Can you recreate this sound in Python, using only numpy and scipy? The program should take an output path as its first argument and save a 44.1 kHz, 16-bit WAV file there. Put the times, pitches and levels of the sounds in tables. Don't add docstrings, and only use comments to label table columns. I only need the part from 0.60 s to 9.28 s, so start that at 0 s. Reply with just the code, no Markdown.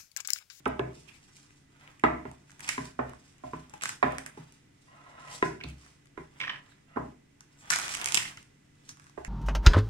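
import sys
import numpy as np
from scipy import signal
from scipy.fft import rfft, irfft, next_fast_len
from scipy.io import wavfile
from scipy.ndimage import uniform_filter1d, minimum_filter1d, map_coordinates

SR = 44100
rng = np.random.default_rng(int(sys.argv[2]) if len(sys.argv) > 2 else 0)


def unload_wav(signal):
    wavfile.write(
        sys.argv[1],
        SR,
        np.round(np.clip(np.atleast_2d(signal).T, -1, 1) * 32767).astype(np.int16),
    )


N = 382788
LEAD = .00025


def amp(db):
    return 10 ** (np.asarray(db) / 20)


def unit(x):
    return x / np.sqrt(np.mean(x ** 2) + 1e-20)


def along(points, hz):
    f, v = np.transpose(points)
    return np.interp(np.log(hz + 1), np.log(f + 1), v, left=v[0], right=v[-1])


def wobble(rate):
    return map_coordinates(rng.standard_normal(size=1000), [np.arange(N) * rate / SR])


def filtered(x, response):
    n = x.shape[-1]
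    m = next_fast_len(n + 2048)
    return irfft(rfft(x, m) * response(np.fft.rfftfreq(m, 1 / SR)), m)[..., :n]


def coloured(points):
    return lambda hz: amp(along(points, hz))


def band(hz, q):
    return lambda f: 1j * f * hz / q / (hz * hz - f * f + 1j * f * hz / q)


def puff(t, attack, life, response):
    shape = amp(-60 * t / life) * (1 - np.exp(-t / attack))
    z = rfft(rng.standard_normal(len(t)) * shape)
    even = irfft(z / np.abs(z), len(t))
    x = filtered(even * np.sqrt(shape), response)
    return x / np.abs(x).max()


def ring(modes, t, attack, scatter_db):
    hz, db, t60 = np.transpose(modes)[..., None]
    level = db + scatter_db * rng.standard_normal(hz.shape)
    partials = amp(level - 60 * t / t60) * np.sin(2 * np.pi * hz * t)
    x = partials.sum(0) * (1 - np.exp(-t / attack))
    return x / np.abs(x).max()


FAVOUR_OCTAVES = 0.089


def favoured(modes, centre_hz, lift_db):
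    def lift(hz):
        return lift_db * np.exp(-(np.log2(hz / centre_hz) / FAVOUR_OCTAVES) ** 2)
    return [(hz, db + lift(hz), t60) for hz, db, t60 in modes]


def grains(rate, spread_db, clump_db):
    chance, size = rng.random(N), rng.standard_exponential(N)
    struck = chance < rate / SR * amp(clump_db * wobble(55))
    ticks = struck * amp(spread_db * np.minimum(size, 4))
    return unit(ticks * rng.choice([-1, 1], N))


def swell(t, s, rise, hold, fall):
    climb = (t - s) / max(rise, .005)
    drop = (s + hold - t) / max(fall, .005)
    return amp(20 * np.minimum(0, np.minimum(climb, drop)))


def add(out, s, x, pan_db, lead):
    for channel, start, gain in zip(out, (s, s + lead), amp([pan_db / 2, -pan_db / 2])):
        part = channel[round(start * SR):][:len(x)]
        part += gain * x[:len(part)]


# hz, correlation (-1 to 1)
ROOM_LIKENESS = [(30, 0.76), (90, 1), (180, 0.75), (260, 0.91), (380, 0.19), (550, -0.66), (790, -0.13),
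                 (1650, 0.18), (7180, -0.12), (15000, -0.23)]


def diffuse(pair):
    turn = lambda hz: np.arccos(np.clip(along(ROOM_LIKENESS, hz), -1, 1)) / 2
    mid, side = filtered(pair, lambda hz: np.array([np.cos(turn(hz)), np.sin(turn(hz))]))
    return np.array([mid + side, mid - side])


# hz, level_db (relative)
AIR_COLOUR = [(20, -10), (75, -7.5), (110, -2.5), (280, -8), (630, -18.5), (1000, -23), (2000, -19.5),
              (4000, -27), (8000, -28), (10500, -36), (13000, -43.5), (15300, -42), (16400, -58.5)]
# pitch_hz, level_db (rms), waver_hz
HUM_TONES = [(142.9, -62.5, 2.9), (287.5, -68, 9.1), (2000, -76, 0.6), (5240, -86, 1.2)]
AIR_DB = -57.5


def background():
    air = unit(filtered(diffuse(rng.standard_normal((2, N))), coloured(AIR_COLOUR)))
    hum = 0
    for hz, db, waver in HUM_TONES:
        phase = 2 * np.pi * np.cumsum(hz + waver * wobble(26)) / SR
        hum = hum + np.sqrt(2) * amp(db + 1.0 * wobble(12.0)) * np.sin(phase)
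    return amp(AIR_DB + 0.3 * wobble(1.0)) * air + hum


# full_s (the moment the crinkle reaches its full level), rise_s (before it),
# hold_s, fall_s, fizz_db, rustle_db
HANDLING = [(0.0, .05, 0.103, 0.061, -73.5, -68), (0.36, 0.11, 0.31, 0.28, -63, -66),
            (0.757, 0.058, 0.12, 0.14, -62, -70.5), (1.18, 0.15, 0.19, 0.051, -67, -61),
            (1.768, 0.13, 0.48, 0.094, -67.5, -69), (2.004, 0.048, 0.096, 0.13, -55, -60),
            (2.252, 0.057, 0.026, 0.044, -59, -59), (2.079, .02, 0.033, 0.032, -59, -54),
            (2.657, 0.38, 0.13, 0.53, -67.5, -71), (3.04, 0.41, 0.2, 0.05, -70.5, -64.5),
            (3.226, 0.013, 0.057, 0.078, -46.5, -50), (3.446, 0.027, .01, 0.48, -65, -55),
            (3.739, 0.47, 0.21, 0.077, -73.5, -72.5), (4.22, 0.077, 0.0082, 0.051, -62.5, -76.5),
            (4.576, 0.4, 0.12, .05, -63, -86), (4.677, 0.011, 0.09, 0.057, -50.5, -80),
            (4.809, 0.005, 0.035, 0.093, -55, -83), (5.198, 0.061, 0.089, 0.14, -62, -63.5),
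            (5.801, 0.23, 0.012, 0.027, -61, -56), (6.04, 0.038, 0.025, 0.16, -68, -59),
            (7.108, 0.0068, 0.046, 0.036, -39, -44), (7.154, 0.2, 0.2, 0.036, -47, -47.5),
            (7.365, 0.027, 0.2, 0.22, -47, -47.5), (8.292, 0.22, 0.1, 0.43, -61.5, -68)]
# hz, level_db (relative)
FIZZ_COLOUR = [(1470, -44.5), (2500, -1), (2680, -7.5), (4270, -6.5), (4960, -3.5), (9080, -8),
               (14400, -35), (15500, -35.5), (16400, -55)]
RUSTLE_COLOUR = [(250, -13.5), (500, -7), (900, 0.5), (1500, 1), (2500, -4), (3500, -6), (5000, -29.5)]


def crinkle():
    t = np.arange(0, N + 32, 32) / SR
    gains = sum(amp(row[4:])[:, None] * swell(t, *row[:4]) for row in HANDLING)
    fizz_gain, rustle_gain = (np.interp(np.arange(N) / SR, t, gain) for gain in gains)
    fizz = unit(filtered(grains(rate=910, spread_db=5.5, clump_db=10.0), coloured(FIZZ_COLOUR)))
    rustle = unit(filtered(grains(rate=1000, spread_db=6.0, clump_db=6.0), coloured(RUSTLE_COLOUR)))
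    return fizz_gain * fizz + rustle_gain * rustle


# start_s, level_db, bright_hz, body_db (re level), body_hz,
# life_s (2 ms at the least)
CREASES = [(0.0557, -39.5, 4980, 12, 2680, 0.003), (0.1938, -43.5, 4480, 15, 3120, 0.003),
           (0.7663, -35.5, 6900, -13, 2075, 0.0099), (0.906, -47, 3000, 5.5, 2004, 0.0023),
           (1.276, -47.5, 6030, 14.5, 2250, 0.0025), (1.395, -41, 7930, -1, 2287, 0.0096),
           (1.714, -39.5, 8900, 2, 880, 0.0017), (1.896, -42, 7000, 0.5, 1605, 0.0034),
           (1.9056, -38.5, 6420, -3, 1622, 0.0032), (1.917, -36.5, 7850, -6, 1550, 0.0014),
           (1.9935, -35, 7580, -0.5, 1630, 0.008), (2.0054, -29.5, 9100, -3.5, 2350, 0.0048),
           (2.0436, -35.5, 4750, 2.5, 2330, 0.013), (2.078, -27, 7440, 0, 2560, 0.011),
           (2.089, -16.5, 6900, 0.5, 2100, 0.014), (2.4945, -40.5, 7860, 2, 905, 0.0064),
           (2.534, -46, 9000, 13.5, 1150, 0.0031), (2.782, -45.5, 7500, -3, 2500, 0.003),
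           (3.0964, -35.5, 7640, -16, 900, 0.0035), (3.138, -38.5, 7070, -1.5, 2380, 0.0044),
           (3.179, -43.5, 7500, -8, 2000, 0.0036), (3.211, -40, 6860, 5, 2660, 0.0035),
           (3.22, -32, 7850, 3.5, 1740, 0.013), (3.2357, -19.5, 7400, -2, 1400, 0.004),
           (3.256, -22.5, 7050, 2, 1650, 0.0029), (3.291, -22, 8200, 0.5, 1413, 0.005),
           (3.5207, -39.5, 8500, 6.5, 1580, 0.0089), (3.583, -25.5, 8240, -0.5, 1700, 0.0034),
           (3.662, -28, 8600, -1, 1704, 0.0075), (3.923, -37, 9060, -7, 2520, 0.0024),
           (4.682, -42, 7830, 2, 2320, 0.0096), (5.087, -41.5, 9000, -10, 2350, 0.0024),
           (5.099, -44, 8200, -17, 2350, 0.0028), (5.2625, -43, 8800, 1.5, 1420, 0.0031),
           (5.457, -44, 7700, 0, 1940, 0.0038), (5.471, -44, 4440, -6, 1850, 0.0027),
           (5.801, -40, 6000, 10.5, 2630, 0.004), (6.8067, -33, 5780, -6.5, 1380, 0.0054),
           (7.0568, -41, 6900, 0, 1465, 0.0038), (7.103, -10, 5320, -8, 1357, 0.0049),
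           (7.1066, -17, 7130, 0, 1600, 0.018), (7.116, -18.5, 6730, -4.5, 1590, 0.011),
           (7.1214, -23.5, 6530, 2.5, 1595, 0.014), (7.1293, -18.5, 7970, 0, 1900, 0.0025),
           (7.135, -17, 5210, 0, 1834, 0.0054), (7.156, -24, 6000, 0.5, 1180, 0.004),
           (7.1595, -15.5, 7900, -8, 1187, 0.004), (7.1865, -22, 9240, -7, 1336, 0.005),
           (7.198, -27, 5520, -3, 1657, 0.0026), (7.216, -23, 7340, -11, 1354, 0.003),
           (7.2547, -28.5, 6000, -4, 3200, 0.0029), (7.263, -31, 7540, -2, 2000, 0.0031),
           (7.2804, -26, 5760, -2, 2730, 0.0038), (7.292, -29.5, 8070, 1.5, 2195, 0.0055),
           (7.3373, -28, 7800, -10, 2400, 0.01), (7.3397, -27, 5400, -2, 1900, 0.005),
           (7.346, -24.5, 7800, -4.5, 2410, 0.004), (7.35, -20, 8000, -3.5, 2740, 0.004),
           (7.37, -28, 7800, -6.5, 2000, 0.0089), (7.3923, -39.5, 8130, -4.5, 2480, 0.0052),
           (7.398, -33, 6000, -1.5, 1320, 0.008), (7.4135, -24, 8000, 0, 3100, 0.006),
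           (7.4198, -34.5, 8000, -8.5, 2570, 0.0026), (7.443, -27.5, 8000, -2.5, 3480, 0.0051),
           (7.444, -17, 8260, -10, 2730, 0.0012), (7.4588, -11.5, 8600, -9.5, 2320, 0.0017),
           (7.473, -23.5, 4950, -3, 2654, 0.0045), (7.486, -22.5, 7000, -1.5, 2350, 0.0044),
           (7.5218, -18.5, 8300, -4, 3320, 0.0019), (7.5445, -7, 7430, -9.5, 3100, 0.0044),
           (7.5519, -12, 7480, -11, 3180, 0.0017), (7.5538, -20.5, 8500, -4, 3290, 0.0019),
           (7.5724, -10.5, 5500, 2, 2790, 0.0036), (7.576, -16, 5600, -0.5, 2030, 0.007),
           (7.589, -29, 5530, -6, 3000, 0.004), (7.627, -27.5, 5500, -1, 2900, 0.0036),
           (7.772, -34.5, 5500, -4, 2600, 0.0035), (7.828, -36, 7500, -8, 2800, 0.0025),
           (8.2912, -28, 6000, -11, 1420, 0.0055), (8.371, -41, 6930, -2, 1260, 0.0029),
           (8.397, -39, 7470, -1, 1450, 0.0027), (8.442, -41, 7540, -8, 1310, 0.0034),
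           (8.462, -50, 6930, 2, 1050, 0.003), (8.467, -45, 5000, 6.5, 1386, 0.003),
           (8.496, -42, 5970, -4, 1020, 0.0057), (8.648, -32.5, 7100, 4.5, 1840, 0.0033)]
FILM_PAN_DB, FILM_PAN_SPREAD_DB = -1, 6
TAIL_DB, TAIL_LIVES = -10, 3.2


def snaps():
    out, t = np.zeros((2, N)), np.arange(SR // 15) / SR
    for s, db, bright_hz, body_db, body_hz, length in CREASES:
        life = max(length, .002)
        pan_db = FILM_PAN_DB + FILM_PAN_SPREAD_DB * rng.standard_normal()

        def bright_patch(f):
            return (band(bright_hz, 3)(f) + 0.63) * band(6000, .8)(f) / (1 + .9j * (f / 10000) ** 6)

        def low_patch(f):
            peaks = band(body_hz, 1.5)(f) ** 2 + 0.3 * band(1500, 1.2)(f) + 0.14 * band(280, .8)(f)
            return peaks / (1 + 1j * (f / 3000) ** 4)

        def surroundings(f):
            return band(bright_hz, 1.2)(f) / (1 + 1j * (f / 10500) ** 5)

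        bright = puff(t, 0.00079, life, bright_patch)
        body = puff(t, 0.0013, 2.4 * life, low_patch)
        lead = LEAD * (1 + 0.3 * rng.standard_normal())
        add(out, s, amp(db) * (bright + amp(body_db) * body), pan_db, lead)
        for channel in out:
            tail = puff(t, 0.001, TAIL_LIVES * life, surroundings)
            channel[round(s * SR):][:len(t)] += amp(db + TAIL_DB) * tail[:N - round(s * SR)]
    return out


# start_s, level_db, favoured ring_hz, its lift_db, thud_db,
# favoured thud_hz, clack_db, boom_db (thud, clack and boom re level),
# pan_db (left over right: whole for the rim, half for the bowl, a quarter for the cabinet)
BLOWS = [(0.061, -19.5, 820, 4.5, -9.5, 414, -14, -16, -10),
         (0.0647, -26.5, 1290, 24, 7, 434, -30, -28, -1),
         (0.195, -27.5, 710, 3.5, 7, 300, -10.5, -4.5, -9.5), (0.366, -56, 604, 11, 14.5, 267, -20, 9, 3),
         (1.439, -10.5, 1027, 5.5, -3, 403, -8.5, -20.5, -5),
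         (1.4506, -16, 1270, 36, -16, 270, -19, -32, 4.5),
         (1.654, -33.5, 678, 10, 1, 368, -13.5, -6.5, -9.5), (2.181, -25, 1074, 25, -4, 366, -5.5, -12, 3),
         (2.392, -26, 910, -5, -0.5, 446, -13.5, -10, -9.5),
         (2.839, -29, 665, 26.5, -10.5, 270, -25, -16, -7.5),
         (2.935, -30.5, 1057, 15, 0.5, 303, -12, -8.5, -6.5),
         (3.138, -39, 850, 8, -30.5, 330, -7, -33, 3.5), (3.429, -15.5, 850, -1.5, -8, 389, -4.5, -17, -6),
         (3.4411, -23, 1260, 25, -0.5, 275, -18, -39, -4), (3.775, -41, 815, 12.5, 6, 363, -9, 0.5, -6),
         (4.827, -15, 1014, 9.5, -0.5, 374, -4, -19, 3.5),
         (5.043, -44.5, 767, 14, 8.5, 252, -21, 11.5, -11), (5.577, -38, 1030, 10, 6, 390, -9, -5, -14.5),
         (6.3622, -38.5, 1350, 8, 5, 268, -31, -22.5, -38), (6.3709, -26, 1150, -1, 3, 452, -36, -9.5, -3),
         (8.578, -33.5, 738, 6, -0.5, 302, -22, -15, -15)]
# pitch_hz, level_db (relative), t60_s
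BOWL_MODES = [(624, -6.5, 0.29), (708, -1, 0.061), (842.4, 2, 0.052), (1017, 4.5, 0.049), (1100, -10, 0.04),
              (1271, -3, 0.035), (1339, -5, 0.049)]
RIM_MODES = [(1492, 2, 0.0059), (1710, 2, 0.013), (1924, 6.5, 0.084), (2060, -12, 0.078),
             (2475, -2.5, 0.078), (2737, -3, 0.06), (2810, -14.5, 0.037), (3430, -10, 0.086),
             (3760, -7.5, 0.06), (4700, -15, 0.06)]
CABINET_MODES = [(264.2, 4, 0.078), (335.7, 9, 0.041), (386, 3.5, 0.058), (412.6, 2, 0.05)]
AIR_MODES = [(68, -3, 0.59), (128, 0.5, 0.37), (159, 4, 0.33)]
# hz, level_db (relative)
RATTLE_COLOUR = [(150, -46), (350, -1), (550, 4.5), (800, 7), (1200, 4.5), (1800, -2.5), (2800, -19.5),
                 (4000, -41)]
CLACK_COLOUR = [(900, -18), (1600, -0.5), (2100, -2), (2800, -17.5), (4000, -28), (9000, -15.5),
                (14000, -47.5)]
LAG = 0.00083
THUD_FAVOUR_DB = 11


def knocks():
    near, boom, slow = np.zeros((2, N)), np.zeros((2, N)), np.arange(SR // 2) / SR
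    t = slow[:SR // 5]
    for s, db, ring_hz, lift_db, thud_db, thud_hz, clack_db, boom_db, pan_db in BLOWS:
        bowl = 0.94 * ring(favoured(BOWL_MODES, ring_hz, lift_db), t, attack=0.0012, scatter_db=2.5)
        rattle = amp(4 - 0.62 * lift_db) * puff(t, 0.0023, 0.033, coloured(RATTLE_COLOUR))
        rim = 0.48 * ring(RIM_MODES, t, attack=0.00027, scatter_db=-0.5)
        clack = 2.7 * puff(t, 0.00044, 0.014, coloured(CLACK_COLOUR))
        add(near, s - .0012, amp(db) * (bowl + rattle), pan_db / 2, -LAG)
        add(near, s - .0012, amp(db + clack_db) * (rim + clack), pan_db, LEAD)
        cabinet = favoured(CABINET_MODES, thud_hz, THUD_FAVOUR_DB)
        thud = ring(cabinet, t, attack=0.0023, scatter_db=4.5)
        add(near, s, amp(db + thud_db) * thud, pan_db / 4, 0)
        air = ring(AIR_MODES, slow, attack=0.028, scatter_db=4.5)
        add(boom, s, amp(db + boom_db) * air, 0, 0)
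    return near, boom


# middle_s, level_db, colour_hz, length_s (sets the swell's width),
# pan_db (left over right)
BRUSHES = [(0.0796, -45, 9700, 0.0048, 16), (0.488, -42.5, 2510, 0.014, -16),
           (0.552, -49.5, 2300, 0.034, 20), (4.695, -50.5, 2450, 0.02, -8), (4.752, -38.5, 4320, 0.016, 10),
           (4.753, -36.5, 8100, 0.017, 5.5), (5.0393, -33.5, 4270, 0.0022, -2),
           (5.093, -45, 2520, 0.025, 5.5), (6.063, -52.5, 3560, 0.004, -8), (6.1, -54.5, 7750, 0.016, 2),
           (6.115, -53, 3750, 0.018, -5), (7.496, -39.5, 3200, 0.031, -2), (7.613, -35.5, 2990, 0.025, -4),
           (7.674, -37, 2630, 0.025, -3), (7.791, -47.5, 2800, 0.02, -1), (7.01, -44.5, 7340, 0.03, 1.5),
           (8.299, -37.5, 6040, 0.013, -2.5)]


def swishes():
    out, t = np.zeros((2, N)), np.arange(SR // 4) / SR
    for s, db, hz, length, pan_db in BRUSHES:
        hump = np.exp(-((t - 2 * length) / (0.93 * length)) ** 2) * rng.standard_normal(len(t))

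        def colour(f):
            return (band(hz, 5.5)(f) + 0.17) * band(4000, .5)(f) / (1 + 1j * (f / 10000) ** 4)

        x = filtered(hump, colour)
        add(out, s - 2 * length, amp(db) * x / np.abs(x).max(), pan_db, LEAD)
    return out


# full_s (end of the rise), length_s, first_db, last_db, favoured pitch_hz
DRAGS = [(1.19, 0.08, -68, -56, 1027), (2.483, 0.0087, -58, -54, 1230), (4.273, 0.187, -64.5, -56.5, 1290),
         (4.285, 0.13, -58.5, -62, 1040), (4.442, 0.21, -57, -53.5, 1050), (4.503, 0.017, -53, -62, 630),
         (4.58, 0.046, -55, -55, 1340), (4.335, 0.023, -58, -58.5, 840), (4.456, 0.012, -49.5, -55, 1030),
         (4.608, 0.012, -55.5, -58, 1010), (4.645, 0.012, -49, -58, 1040), (4.683, 0.011, -53, -55, 630),
         (4.676, 0.073, -48.5, -52.5, 1075), (5.813, 0.021, -54, -44.5, 1010),
         (5.877, 0.19, -56, -68, 1044), (6.283, 0.073, -56, -56, 1320)]
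DRAG_RISE_S, DRAG_FALL_S = 0.014, 0.022
EVEN = .55
DRAG_LIFT_DB = 17


def slide():
    out, t = np.zeros(N), np.arange(N) / SR
    catches = grains(rate=1100, spread_db=4.0, clump_db=5.0)
    for s, length, first_db, last_db, ring_hz in DRAGS:
        part = slice(round(s * SR) - SR // 10, round((s + length) * SR) + SR // 5)
        modes = favoured(BOWL_MODES, ring_hz, DRAG_LIFT_DB) + RIM_MODES

        def body(f):
            total = sum(amp(EVEN * db) * 1j * f / (c * c - f * f + 1j * f * (35 + 1 / t60))
                        for c, db, t60 in modes)
            return total / (1 + (f / 3200) ** 4)

        level = amp(np.interp(t[part], [s, s + length], [first_db, last_db]))
        level = level * swell(t[part], s, DRAG_RISE_S, length, DRAG_FALL_S)
        stirring = np.roll(catches, rng.integers(N))[part]
        out[part] += level * unit(filtered(stirring, body))
    return out


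# start_s, level_db, pitch_hz, upper_hz
RINGING_BURSTS = [(5.0025, -35, 1550, 2660), (5.01, -33, 2230, 2420), (5.0356, -30.5, 2580, 3500),
                  (5.8015, -24, 2250, 3100), (5.8115, -21.5, 2280, 2580), (5.8225, -28.5, 2250, 2960),
                  (5.8315, -30, 3150, 2300), (5.8355, -26.5, 1770, 2600), (5.846, -30, 1790, 2500),
                  (5.86, -35.5, 2200, 1800), (5.8715, -28, 1180, 2220), (5.8765, -25, 1820, 2300),
                  (5.8934, -23.5, 2950, 2720), (5.8965, -23, 1760, 1220), (5.92, -35.5, 1720, 2840),
                  (5.932, -40, 1900, 2970), (5.944, -38, 1680, 2840), (5.958, -34.5, 1764, 2500),
                  (6.118, -45, 1700, 3770), (7.598, -26.5, 2100, 3200), (7.621, -33, 2050, 2900),
                  (7.652, -29.5, 2050, 3120), (7.675, -34, 2100, 2900), (7.7725, -35.5, 2100, 2910),
                  (7.7745, -40.5, 1400, 2100)]
BURST_LIFE_S, BURST_PAN_DB = 0.034, -1.5


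def squeaks():
    out, t = np.zeros((2, N)), np.arange(SR // 10) / SR
    for s, db, hz, upper_hz in RINGING_BURSTS:
        def tone(f):
            pair = band(hz, 12)(f) + 0.37 * band(upper_hz, 7)(f)
            return pair / (1 + 1j * (f / 4000) ** 4) + 0.058 * band(5350, 5)(f) ** 4

        add(out, s, amp(db) * puff(t, 0.00086, BURST_LIFE_S, tone), BURST_PAN_DB, LEAD / 2)
    return out


# hz, t60_s
WALL_DECAY = [(100, 0.98), (300, 0.52), (1000, 0.37), (2000, 0.41), (3300, 0.37), (4500, 0.39),
              (8000, 0.35), (15000, 0.42)]


def kitchen(x):
    out, step, length = np.zeros((2, N + SR)), SR // 3, SR * 2 // 3
    for start in range(0, N, step):
        hz, t, z = signal.stft(rng.standard_normal((2, length)), SR, nperseg=256)
        decay = amp(-60 * t / along(WALL_DECAY, hz)[:, None])
        tail = diffuse(signal.istft(z * decay, SR, nperseg=256)[1][:, :length])
        tail *= 1 - np.exp(-(np.arange(length) / SR / 0.00026) ** 2)
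        wet = signal.fftconvolve(x[None, start:start + step], tail / np.linalg.norm(tail[0]), axes=1)
        out[:, start:start + wet.shape[1]] += wet
    return out[:, :N]


# hz, pan_db (left over right)
BALANCE = [(60, 1.5), (150, -0.5), (380, 0.5), (950, -2), (2380, -2.5), (5980, -2.5), (15000, 2.5)]


def scene():
    near, boom = knocks()
    near = filtered(near, lambda hz: 1 / (1 + (hz / 4800) ** 4))
    film = snaps() + swishes() + squeaks()
    spread = crinkle() + slide()
    wet = kitchen(amp(-4.0) * near[1] + amp(-5.5) * film[1] + amp(3.5) * spread)
    spread_pair = np.array([spread, np.roll(spread, round(LEAD * SR))])
    wide = wet + film + spread_pair + background()
    wide = filtered(wide, lambda hz: amp(along(BALANCE, hz) * np.array([[.5], [-.5]])))
    return near + boom + wide


def suppress(x, knee_db, cut_db, hold):
    level_db = 10 * np.log10(np.abs(uniform_filter1d((x ** 2).mean(0), size=400)) + 1e-12)
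    half = round(hold / 2 * SR)
    held_db = np.roll(-minimum_filter1d(-level_db, 2 * half + 1), half)
    gain_db = -cut_db / (1 + np.exp((held_db - knee_db) / 2.0) / 1.5)
    return x * amp(uniform_filter1d(gain_db, size=250))


TOP_HZ = 16500
DIP_HZ, DIP_SHARE = 4430, 0.23


def record(dry):
    quiet = suppress(dry, knee_db=-44.0, cut_db=6.0, hold=0.034)
    return filtered(quiet, lambda hz: (1 - DIP_SHARE * band(DIP_HZ, 4.5)(hz)) * (hz < TOP_HZ))


dry = scene()
out = record(dry)
unload_wav(out)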